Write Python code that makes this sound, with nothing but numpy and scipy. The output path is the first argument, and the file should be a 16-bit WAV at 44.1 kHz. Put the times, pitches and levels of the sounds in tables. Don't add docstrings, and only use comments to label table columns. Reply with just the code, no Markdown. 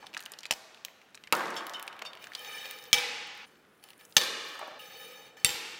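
import sys
import numpy as np
from scipy import signal
from scipy.fft import rfft, irfft
from scipy.io import wavfile
from scipy.ndimage import uniform_filter1d

SR = 44100
rng = np.random.default_rng(int(sys.argv[2]) if len(sys.argv) > 2 else 0)


def ratio_of_db(decibels):
    return 10 ** (np.asarray(decibels, float) / 20)


def digitize_waveform(pressure):
    field = np.atleast_2d(pressure).T
    bounded = np.clip(field, -1, 1)
    quanta = np.round(bounded * 32767).astype(np.int16)
    wavfile.write(sys.argv[1], SR, quanta)


N = 255339


def peaked(x, db):
    return x * ratio_of_db(db) / np.max(np.abs(x))


def unit(x):
    return x / np.sqrt(np.mean(x ** 2))


def smooth_noise(samples):
    return unit(uniform_filter1d(uniform_filter1d(rng.standard_normal(N), samples), samples))


def add(track, s, sound):
    i = int(s * SR)
    track[i:i + len(sound)] += sound[:N - i]


def on_log(hz, table):
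    table_hz, value = np.transpose(table)
    return np.interp(np.log(hz + 1), np.log(table_hz), value)


def high_pass(x, order, hz):
    return signal.sosfilt(signal.butter(order, hz, "high", fs=SR, output="sos"), x)


def resonate(x, hz, width_hz):
    return signal.lfilter(*signal.iirpeak(min(hz, .45 * SR), hz / width_hz, fs=SR), x)


def coloured(x, table):
    gain = ratio_of_db(on_log(np.fft.rfftfreq(len(x), 1 / SR), table))
    cepstrum = irfft(np.log(gain), len(x))
    cepstrum[1:len(x) // 2] *= 2
    cepstrum[len(x) // 2 + 1:] = 0
    return irfft(rfft(x) * np.exp(rfft(cepstrum)), len(x))


def burst(decay_s, rise_s=0.0003):
    t = np.arange(4096) / SR
    return rng.standard_normal(len(t)) * (1 - np.exp(-t / rise_s)) * np.exp(-t / decay_s)


def bouts(rows):
    t = np.arange(N) / SR
    swells = [db - np.maximum(rise * (s - t), fall * (t - s)) for s, db, rise, fall in rows]
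    return ratio_of_db(np.max(swells, axis=0))


def first_contact(hz, crack_ms):
    t = np.arange(4096) / SR
    turn = 2 * np.pi * hz * t
    tones = np.sin(turn) + ratio_of_db(-8) * np.sin(1.9 * turn)
    return tones * t * np.exp(-t / (.0006 * crack_ms))


def ring(modes):
    t = np.arange(int(.52 * SR)) / SR
    hz, db, t60 = np.transpose(modes)[:, :, None]
    phase, detune, twin_phase = rng.random((3, len(modes), 1))
    twin_hz = hz * (1.005 + .012 * detune)
    pair = np.sin(2 * np.pi * (hz * t + phase)) + .6 * np.sin(2 * np.pi * (twin_hz * t + twin_phase))
    fade = np.exp(-np.log(1000) * t / t60)
    return np.sum(ratio_of_db(db) * fade * pair, axis=0) * (1 - np.exp(-t / 0.000044))


# start in seconds, peak level in dB, crack pitch
# in Hz, crack length in ms, level sent to the room in dB.
DROPS = [
    (0.5093, -9, 2800, 0.68, -17.5),
    (1.3245, -6, 2630, 0.85, -6),
    (2.93, 1.5, 3390, 0.65, -9),
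    (4.1665, -2.5, 3250, 0.84, -7),
    (5.4468, 2, 9300, 0.21, -10.5),
]
DROP_GRIT_DB = [-3.5, -2.5, -4, -2, -5.5]
# frequency in Hz, level in dB per Hz.
DROP_COLOURS = [
    [(47, -64), (80, -31), (248, -12), (296, -39), (471, -11.5), (785, -8.5), (5900, -2), (16000, -12.5)],
    [(60, -50), (150, -12.5), (700, -6.5), (1100, -1.5), (1600, 0), (2500, -7), (5000, -12.5), (16000, -18)],
    [(380, -28), (482, -16), (643, -25), (810, -10.5), (1060, -16.5), (2400, 0.5), (5400, -3.5),
     (16000, -22)],
    [(47, -73), (80, -37.5), (400, -14.5), (802, -26.5), (1000, -15.5), (3620, -3.5), (8050, -12),
     (16000, -20.5)],
    [(60, -37), (369, -25.5), (493, -24.5), (550, -33.5), (820, -19), (980, -22), (2780, -6.5),
     (16000, -15.5)],
]
DROP_MODES_HZ = [
    [800, 3020, 4370, 5240],
    [820, 1070, 1400, 2700],
    [490, 822, 1240, 2320, 2980, 3225, 3700, 4550, 5300, 6150, 9625, 14230, 15400],
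    [480, 822, 1750, 2320, 2966, 3714, 4468, 5276, 6148, 9604, 11260, 14520, 15300],
    [492, 822, 1965, 2750, 3058, 3600, 4549, 5560, 7515, 9760, 14400],
]
# level in dB, t60 in seconds.
DROP_RINGS = [
    [(1.5, 0.017), (-8, 0.037), (-12, 0.032), (-7.5, 0.027)],
    [(-8, 0.029), (-7.5, 0.13), (-14, 0.23), (-0.5, 0.042)],
    [(-27, 0.82), (-22, 0.9), (-27.5, 0.91), (-6.5, 0.17), (-9.5, 0.2), (4, 0.038), (-12, 0.24),
     (-19, 0.13), (-6, 0.093), (-4, 0.054), (-20, 0.18), (-15, 0.09), (-12, .07)],
    [(-28, 0.42), (-6.5, 0.1), (-4.5, 0.04), (-9, .07), (-35, .09), (-9, 0.28), (-9, 0.2), (-8, 0.069),
     (1, 0.031), (-29, 0.35), (-14, .1), (-16, .15), (-17, .08)],
    [(-29, 0.66), (-28, 1), (-2.5, 0.061), (5.5, 0.03), (-8, 0.18), (4, 0.051), (4.5, 0.047), (4.5, 0.021),
     (-8, 0.25), (-12, 0.11), (-34, .4)],
]
# start in seconds, level in dB relative to the drop.
REBOUNDS = [
    [(.512, -6.5), (.517, -11.5), (.523, -6.5), (.527, -16), (.5355, -13)],
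    [(1.33, -12.5), (1.35, -50)],
    [(2.934, -12.5), (2.939, -14), (2.9425, -10.5), (2.9455, -18), (2.9495, -17), (2.9755, -19),
     (2.982, -18)],
    [(4.1682, -1), (4.172, -7.5), (4.179, -9), (4.186, -19), (4.2135, -13), (4.218, -17), (4.234, -16.5)],
    [(5.449, -10), (5.458, -14.5), (5.464, -14.5), (5.492, -16), (5.505, -17), (5.544, -22)],
]


def drops():
    near, send = np.zeros(N), np.zeros(N)
    t = np.arange(4096) / SR
    thump = np.sin(2 * np.pi * 130 * t) * np.exp(-t / 0.0029)
    rows = zip(DROPS, DROP_GRIT_DB, DROP_COLOURS, DROP_MODES_HZ, DROP_RINGS, REBOUNDS)
    for (s, db, hz, crack_ms, room_db), grit_db, colour, mode_hz, rings, rebounds in rows:
        modes = np.column_stack([mode_hz, rings])
        radiated = unit(coloured(1. * (t == 0), colour)) / np.sqrt(len(t))
        for when, below_db in [(s, 0)] + rebounds:
            hit_db = db + below_db
            slower = 5.5 - below_db / 12
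            grit = burst(0.00027 * crack_ms * slower, 0.0014 * slower)
            impact = peaked(coloured(grit, colour), hit_db + grit_db)
            impact = signal.lfilter(*signal.butter(1, 16000 * ratio_of_db(.6 * below_db), fs=SR), impact)
            crack = peaked(first_contact(hz, crack_ms), db + 1.7 * below_db - 1.5)
            ringing = peaked(ring(modes), hit_db - 12)
            add(near, when, impact + crack + thump * ratio_of_db(1.6 * db + below_db - 27))
            add(near, when, ringing)
            add(send, when, radiated * ratio_of_db(hit_db + room_db + 13.5))
            add(send, when, ringing * ratio_of_db(room_db - 8.0))
    return near, send


def rubbed(modes, flicker_db):
    out = np.zeros(N)
    for hz, width_hz, db in modes:
        grit = rng.standard_normal(N) * ratio_of_db(flicker_db * smooth_noise(1000))
        once = resonate(grit, hz, width_hz)
        out += ratio_of_db(db) * (resonate(once, hz, width_hz) + 0.17 * once)
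    return unit(out)


def locked_whine():
    hz = 3715 + 9 * smooth_noise(1200)
    return np.sin(2 * np.pi * np.cumsum(hz) / SR) * ratio_of_db(1.5 * smooth_noise(1200))


# frequency in Hz, width in Hz, level in dB.
BAR_MODES = [(490, 110, -11), (820, 130, -9), (1240, 80, -9), (1760, 170, -5), (2380, 140, -4),
             (2600, 3000, -17), (3010, 90, -4), (3712, 60, -6), (4470, 90, -10), (5290, 130, -11),
             (6170, 110, -12), (7080, 80, -17), (7980, 80, -20), (8950, 50, -23)]
# frequency in Hz, width in Hz, level in dB.
BAR_HELD_HIGHER = [(495, 90, -7), (812, 110, -8), (1245, 60, -9), (1740, 110, -7), (2380, 150, -8),
                   (2600, 3000, -19), (3010, 80, -5), (3712, 35, -9), (4470, 50, -7), (5290, 70, -12),
                   (6165, 100, -12), (7100, 55, -16), (7990, 60, -19), (8950, 40, -24)]
# frequency in Hz, width in Hz, level in dB.
COLLAR_MODES = [(9320, 80, -12), (9650, 120, -19), (9900, 250, -18), (11050, 200, -22), (12000, 900, -28),
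                (14250, 200, -11), (14650, 300, -14), (15100, 350, -15), (15550, 250, -17)]
# time in seconds, level in dB.
LONG_STROKES = [
    [(2.19, -62), (2.23, -53), (2.3, -65), (2.37, -51.5), (2.45, -45), (2.55, -43.5), (2.7, -45.5),
     (2.84, -51.5), (2.925, -59)],
    [(4.79, -49.5), (4.9, -51), (5.03, -48.5), (5.15, -52), (5.26, -54), (5.35, -68.5)],
]
# whine level in dB, collar level in dB, how closely the collar follows pressure.
STROKE_WHINE_DB = [-8, -6]
STROKE_COLLAR_DB = [-0.6, 1.8]
STROKE_COLLAR_FOLLOW = [0.87, 1.6]
# start in seconds, length in seconds, level in dB,
# collar level in dB.
SHORT_NUDGES = [(0, 0.11, -56, -12), (3.465, 0.28, -63, -7), (3.825, 0.099, -58, 0),
                (3.989, 0.078, -58.5, 3), (5.367, 0.084, -53, -4)]


def slides():
    t, out = np.arange(N) / SR, np.zeros(N)
    bars = [rubbed(BAR_MODES, flicker_db=2.), rubbed(BAR_HELD_HIGHER, flicker_db=2.)]
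    collar = rubbed(COLLAR_MODES, flicker_db=2.5)
    whine = locked_whine()
    moves = []
    for i, stroke in enumerate(LONG_STROKES):
        singing = bars[i] + whine * ratio_of_db(STROKE_WHINE_DB[i])
        moves.append((stroke, STROKE_COLLAR_DB[i], STROKE_COLLAR_FOLLOW[i], singing))
    for s, long_s, db, collar_db in SHORT_NUDGES:
        eased_db = db - 73 * long_s
        moves.append(([(s, db), (s + long_s, eased_db)], collar_db, 0.95, bars[1]))
    for pressure, collar_db, follow, bar in moves:
        s, db = np.transpose(pressure)
        touch = np.clip(np.minimum(t - s[0], s[-1] - t) / 0.0026, 0, 1)
        press_db = np.interp(t, s, db)
        sung = collar * ratio_of_db(collar_db - 59.5 + follow * (press_db + 49.5))
        out += touch * (bar * ratio_of_db(press_db) + sung)
    return out


def click(hz, treble_db):
    decay_s = 0.0022
    snap = high_pass(burst(decay_s, 0.00016) + 2.8 * burst(0.00026, 0.0001), 2, 0.47 * hz)
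    pitched = peaked(resonate(resonate(snap, hz, hz / 1.8), hz, 1.5 * hz), 0)
    body = peaked(resonate(burst(2.0 * decay_s), 1100, 1500), -13.5)
    edge = high_pass(burst(0.21 * decay_s), 2, 7000)
    return pitched + body + peaked(edge, treble_db)


# start in
# seconds, peak level in dB, pitch in Hz, treble in dB relative to the peak.
CRACKLE_AND_TICKS = [(0.0673, -25, 2950, -17), (0.0615, -38, 2800, -20), (0.131, -33, 2800, -27),
                     (0.213, -33, 9000, -5), (0.4365, -28.5, 2500, -14), (0.4445, -31, 2700, -25),
                     (0.5088, -33, 9000, 0), (0.139, -24.5, 2750, -10), (0.1467, -19.5, 2560, -20),
                     (0.1675, -14.5, 1810, -24), (0.1749, -17, 5240, -23), (0.193, -25.5, 3020, -32),
                     (0.205, -28, 3000, 5), (0.2254, -32, 3140, 3), (0.255, -28, 5870, -15),
                     (0.2602, -20.5, 2800, -6), (0.2644, -33, 1650, -21.5), (0.319, -21, 7740, -36),
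                     (0.3369, -22, 3240, -43), (0.348, -37, 1440, -45), (0.388, -23, 4640, -22),
                     (0.406, -29, 4800, -16), (0.432, -25.5, 2800, -18), (0.4546, -16.5, 2750, -54.5),
                     (0.7454, -31, 2900, -20), (0.774, -33, 2470, -25), (0.8493, -16.5, 3020, 4),
                     (0.8604, -41, 2870, -12), (0.8832, -30.5, 1670, -30), (1.0157, -37.5, 2180, -20),
                     (1.146, -29.5, 2480, -17), (1.1518, -28, 5470, -24), (1.175, -29.5, 2370, -30),
                     (1.238, -27, 2780, -14), (1.273, -28, 2300, -37),
                     (1.0882, -45.5, 1900, -20), (1.106, -51, 7600, -20), (1.3045, -43.5, 2100, -25),
                (1.351, -22, 4200, 0), (1.3515, -23.5, 6400, -5), (1.367, -24, 9000, -8),
                (1.395, -21.5, 2583, -20), (1.456, -25, 3790, -17), (1.471, -32.5, 5000, -7),
                (1.48, -28.5, 3000, -20), (1.5044, -28.5, 6200, -4), (1.5426, -31, 4500, -10),
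                (1.6074, -26, 2500, -19.5), (1.6676, -22.5, 3155, 4.5), (1.696, -21, 4500, -5),
                (1.736, -25.5, 4510, -15), (1.7694, -28.5, 2776, -12), (1.7964, -23, 2720, -2),
                (1.8267, -25, 2750, 11), (1.878, -16, 2670, -25), (1.928, -26, 2570, -30),
                (1.965, -32.5, 1996, -25), (1.992, -26.5, 2600, -7.5), (2.0208, -17, 2656, -13),
                (2.071, -31.5, 2615, -25), (2.1322, -26, 2800, -29), (2.152, -28.5, 2487, -12),
                (2.172, -32, 2450, -20), (2.2255, -33.5, 5000, -14), (2.241, -23.5, 2377, -30.5),
                (2.2415, -31, 7000, -12), (2.2699, -26, 1700, -11), (2.2705, -31, 5490, -13.5),
                (2.319, -26, 1805, -23.5), (2.3346, -24.5, 3500, -27), (2.3503, -14.5, 3800, -16),
                (2.393, -33.5, 8000, -1.5), (2.4477, -24, 3010, -10), (2.533, -35.5, 5010, -13),
                (2.5814, -30.5, 7200, -9.5), (2.6554, -22.5, 2800, -15.5), (2.688, -35, 3000, -8.5),
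                (2.7105, -22, 2800, 6.5), (2.787, -30.5, 4480, -7), (2.825, -35.5, 4500, -24.5),
                (2.8394, -30.5, 5490, 4.5), (2.854, -31.5, 2800, -24), (2.862, -34, 3490, -11),
                (2.914, -35.5, 3000, -11.5),
                     (0.2364, -33, 7000, -6), (0.2977, -42, 8000, -6), (0.464, -28, 4790, -20),
                 (3.2721, -45, 14900, 7), (3.3504, -49, 13000, 5), (3.3753, -40, 13600, 0),
                 (3.5555, -44.5, 2960, -12), (3.65, -46, 2350, -17), (3.798, -48, 2970, -12.5),
                 (3.8392, -30.5, 3000, 3), (3.8879, -32.5, 2600, -5), (3.904, -32.5, 2630, 3),
                 (3.9325, -35.5, 2720, -30), (3.978, -41.5, 10900, -13), (4.0104, -33, 2600, -14),
                 (4.0516, -30.5, 7950, -27), (4.106, -42, 3760, -32), (4.124, -33.5, 3680, -26),
                 (1.557, -33.5, 13500, -2), (1.867, -38, 11000, -3), (4.5535, -43, 7250, -6),
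                 (4.5927, -29.5, 10400, -5), (4.6762, -44, 6050, 9), (5.4, -42, 6200, -3)]


def handling_ticks():
    out = np.zeros(N)
    for s, db, hz, treble_db in CRACKLE_AND_TICKS:
        add(out, s, click(hz, treble_db) * ratio_of_db(db - 8.0))
    return out


# start in seconds, peak level in dB.
BAR_TAPS = [(1.5637, -26), (1.74, -31.5), (2.0496, -32), (2.381, -41), (4.794, -40.5), (5.3694, -47),
            (1.236, -49)]
# frequency in Hz, width in Hz, level in dB.
TAP_MODES = [
    [(3250, 250, 8.5), (3710, 37, -18.5), (4580, 46, -3), (5330, 49, -2), (6150, 53, -8), (7100, 43, -9)],
    [(3010, 70, 0), (3650, 50, -5), (5240, 66, -13)],
    [(2800, 280, -2.5), (3620, 29, -5.5), (4570, 44, -6), (5370, 50, -11)],
    [(3080, 54, 3.5), (3700, 50, -14.5)],
    [(2380, 80, -16), (2860, 130, 6)],
    [(1790, 120, -0.5), (3030, 80, -9.5)],
    [(2103, 50, 8), (2700, 90, 0), (3130, 60, -6), (3600, 60, -8)],
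]


def bar_taps():
    out = np.zeros(N)
    for (s, db), modes in zip(BAR_TAPS, TAP_MODES):
        push = burst(0.018, 0.001)
        tap = np.zeros(len(push))
        for hz, width_hz, mode_db in modes:
            tap += ratio_of_db(mode_db) * resonate(push, hz, width_hz) * np.sqrt(100 / width_hz)
        add(out, s, peaked(tap, db))
    return out


# start in seconds, peak level in dB, pitch in Hz.
PLANK_KNOCKS = [(0.026, -39.5, 900), (0.04, -40, 815), (2.017, -31.5, 1340), (2.021, -35, 573),
                (2.052, -37.5, 1090), (1.3305, -16, 1100), (1.349, -28, 1090), (1.406, -23, 1220),
                (4.553, -33.5, 1140), (4.592, -33, 905), (4.611, -28.5, 820), (4.71, -37, 1150),
                (4.626, -28.5, 760), (4.678, -34, 684)]


def plank_knocks():
    out = np.zeros(N)
    for s, db, hz in PLANK_KNOCKS:
        wood = resonate(resonate(burst(0.0055), hz, hz / 1.3), hz, 1.1 * hz)
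        add(out, s, peaked(wood, db))
    return out


# peak time in seconds, peak level in dB,
# rise and fall in dB per second, mode in Hz.
COLLAR_SCUFFS = [(3.472, -67, 598, 9600), (3.9, -69, 97.5, 9740), (4.028, -72, 142, 9620),
                 (4.14, -78, 202, 9700), (5.715, -65, 200, 14400), (5.7, -61, 60, 7630)]


def scuffs():
    grit = rng.standard_normal(N)
    out = np.zeros(N)
    for s, db, slope, hz in COLLAR_SCUFFS:
        out += unit(resonate(grit, hz, 68)) * bouts([(s, db, slope, slope)])
    return out


# time of highest pitch in seconds, half length in seconds,
# highest pitch in Hz, level in dB.
WRAPPING_SQUEAKS = [
    (1.215, .095, 12700, -78),
    (1.23, .095, 14200, -81),
]


def squeaks():
    t, out = np.arange(N) / SR, np.zeros(N)
    for s, half_s, hz, db in WRAPPING_SQUEAKS:
        arch = np.minimum(((t - s) / half_s) ** 2, 1)
        tone = np.sin(2 * np.pi * np.cumsum(hz * (1 - .11 * arch)) / SR)
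        heard = (arch < 1) * (t > s - half_s * (hz < 13000))
        out += tone * ratio_of_db(db - 10 * arch) * heard
    return out


def early_echoes(close):
    t = np.arange(8192) / SR
    early = rng.standard_normal(len(t)) * ratio_of_db(-60 * t / 0.045) * (t > .002)
    early *= ratio_of_db(-13.5) / np.sqrt(np.sum(early ** 2))
    return signal.fftconvolve(close, early)[:N]


SCENE_CHANGES = [0, 3.456, 3.83, 4.79, 6]
# frequency in Hz, t60 in seconds.
HALL_T60 = [(60, 2.5), (250, 1.03), (1000, 2.24), (3000, 1.63), (6000, 1.27), (10000, 0.8), (16000, 0.2)]
# frequency in Hz, level in dB.
HALL_FEED = [(60, -23), (250, 13), (1000, 2), (3000, -4), (6000, -7.5), (10000, -10.5), (16000, 2)]


def hall(send):
    t = np.arange(int(1.6 * SR)) / SR
    hz, s, cells = signal.stft(rng.standard_normal(len(t)), SR, nperseg=256)
    fade_db = 60 * s / on_log(hz, HALL_T60)[:, None]
    cells = cells * ratio_of_db(on_log(hz, HALL_FEED)[:, None] - fade_db)
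    tail = signal.istft(cells, SR, nperseg=256)[1][:len(t)] * (1 - np.exp(-t / 0.00088))
    tail /= np.sqrt(np.sum(tail ** 2))
    now, out = np.arange(N) / SR, np.zeros(N)
    for start, end in zip(SCENE_CHANGES[:-1], SCENE_CHANGES[1:]):
        shot = np.clip(np.minimum(now - start, end - now) / 0.013 + .5, 0, 1)
        out += shot * signal.fftconvolve(send * shot, tail)[:N]
    return out


# peak time in seconds, peak level in dB.
HISS_SWELLS = [(.95, -87), (1.36, -101), (1.7, -72), (2.3, -76), (3.0, -65.5), (3.37, -79), (3.9, -82),
               (4.15, -64.5), (4.5, -62.5), (5.1, -80), (5.4, -86), (5.55, -68)]


def bright_hiss():
    patchy = ratio_of_db(2.5 * unit(uniform_filter1d(rng.standard_normal(N), 500)))
    hiss = unit(high_pass(rng.standard_normal(N) * patchy, 2, 7500))
    swelling = ratio_of_db(-82.5) + bouts([(s, db, 107, 86) for s, db in HISS_SWELLS])
    return hiss * ratio_of_db(4.5) * swelling


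# frequency in Hz, level in dB per Hz.
AIR_COLOUR = [(18, -65.5), (30, -23.5), (199, -5), (461, -6), (937, -12.5), (1430, -9), (8080, -33),
              (16000, -45.5)]
# time in seconds, level in dB.
AIR_LEVEL = [(0, -59), (.5, -67.5), (1.0, -66), (1.299, -63), (3.5, -62), (3.8, -64), (5.79, -61)]


def air():
    t, hz = np.arange(N) / SR, np.fft.rfftfreq(N, 1 / SR)
    hush = unit(irfft(rfft(rng.standard_normal(N)) * ratio_of_db(on_log(hz, AIR_COLOUR)), N))
    return hush * ratio_of_db(np.interp(t, *np.transpose(AIR_LEVEL)))


def scene():
    dropped, send = drops()
    rubbing = slides()
    small = handling_ticks() + bar_taps() + plank_knocks()
    close = dropped + small
    echoes = early_echoes(close) + hall(send + ratio_of_db(-11.0) * small + ratio_of_db(-13.5) * rubbing)
    return (close + rubbing + scuffs() + squeaks() + echoes + bright_hiss() + air())[None]


def top_cut(x):
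    return signal.sosfilt(signal.butter(12, 16850, fs=SR, output="sos"), x)


def record(dry):
    bass_cut = high_pass(dry, 1, 35)
    rounded = .85 * bass_cut / (.85 ** 8 + bass_cut ** 8) ** .125
    mix = signal.sosfilt(signal.ellip(8, .2, 45, 15780, fs=SR, output="sos"), rounded)
    return top_cut(mix)


dry = scene()
out = record(dry)
digitize_waveform(out)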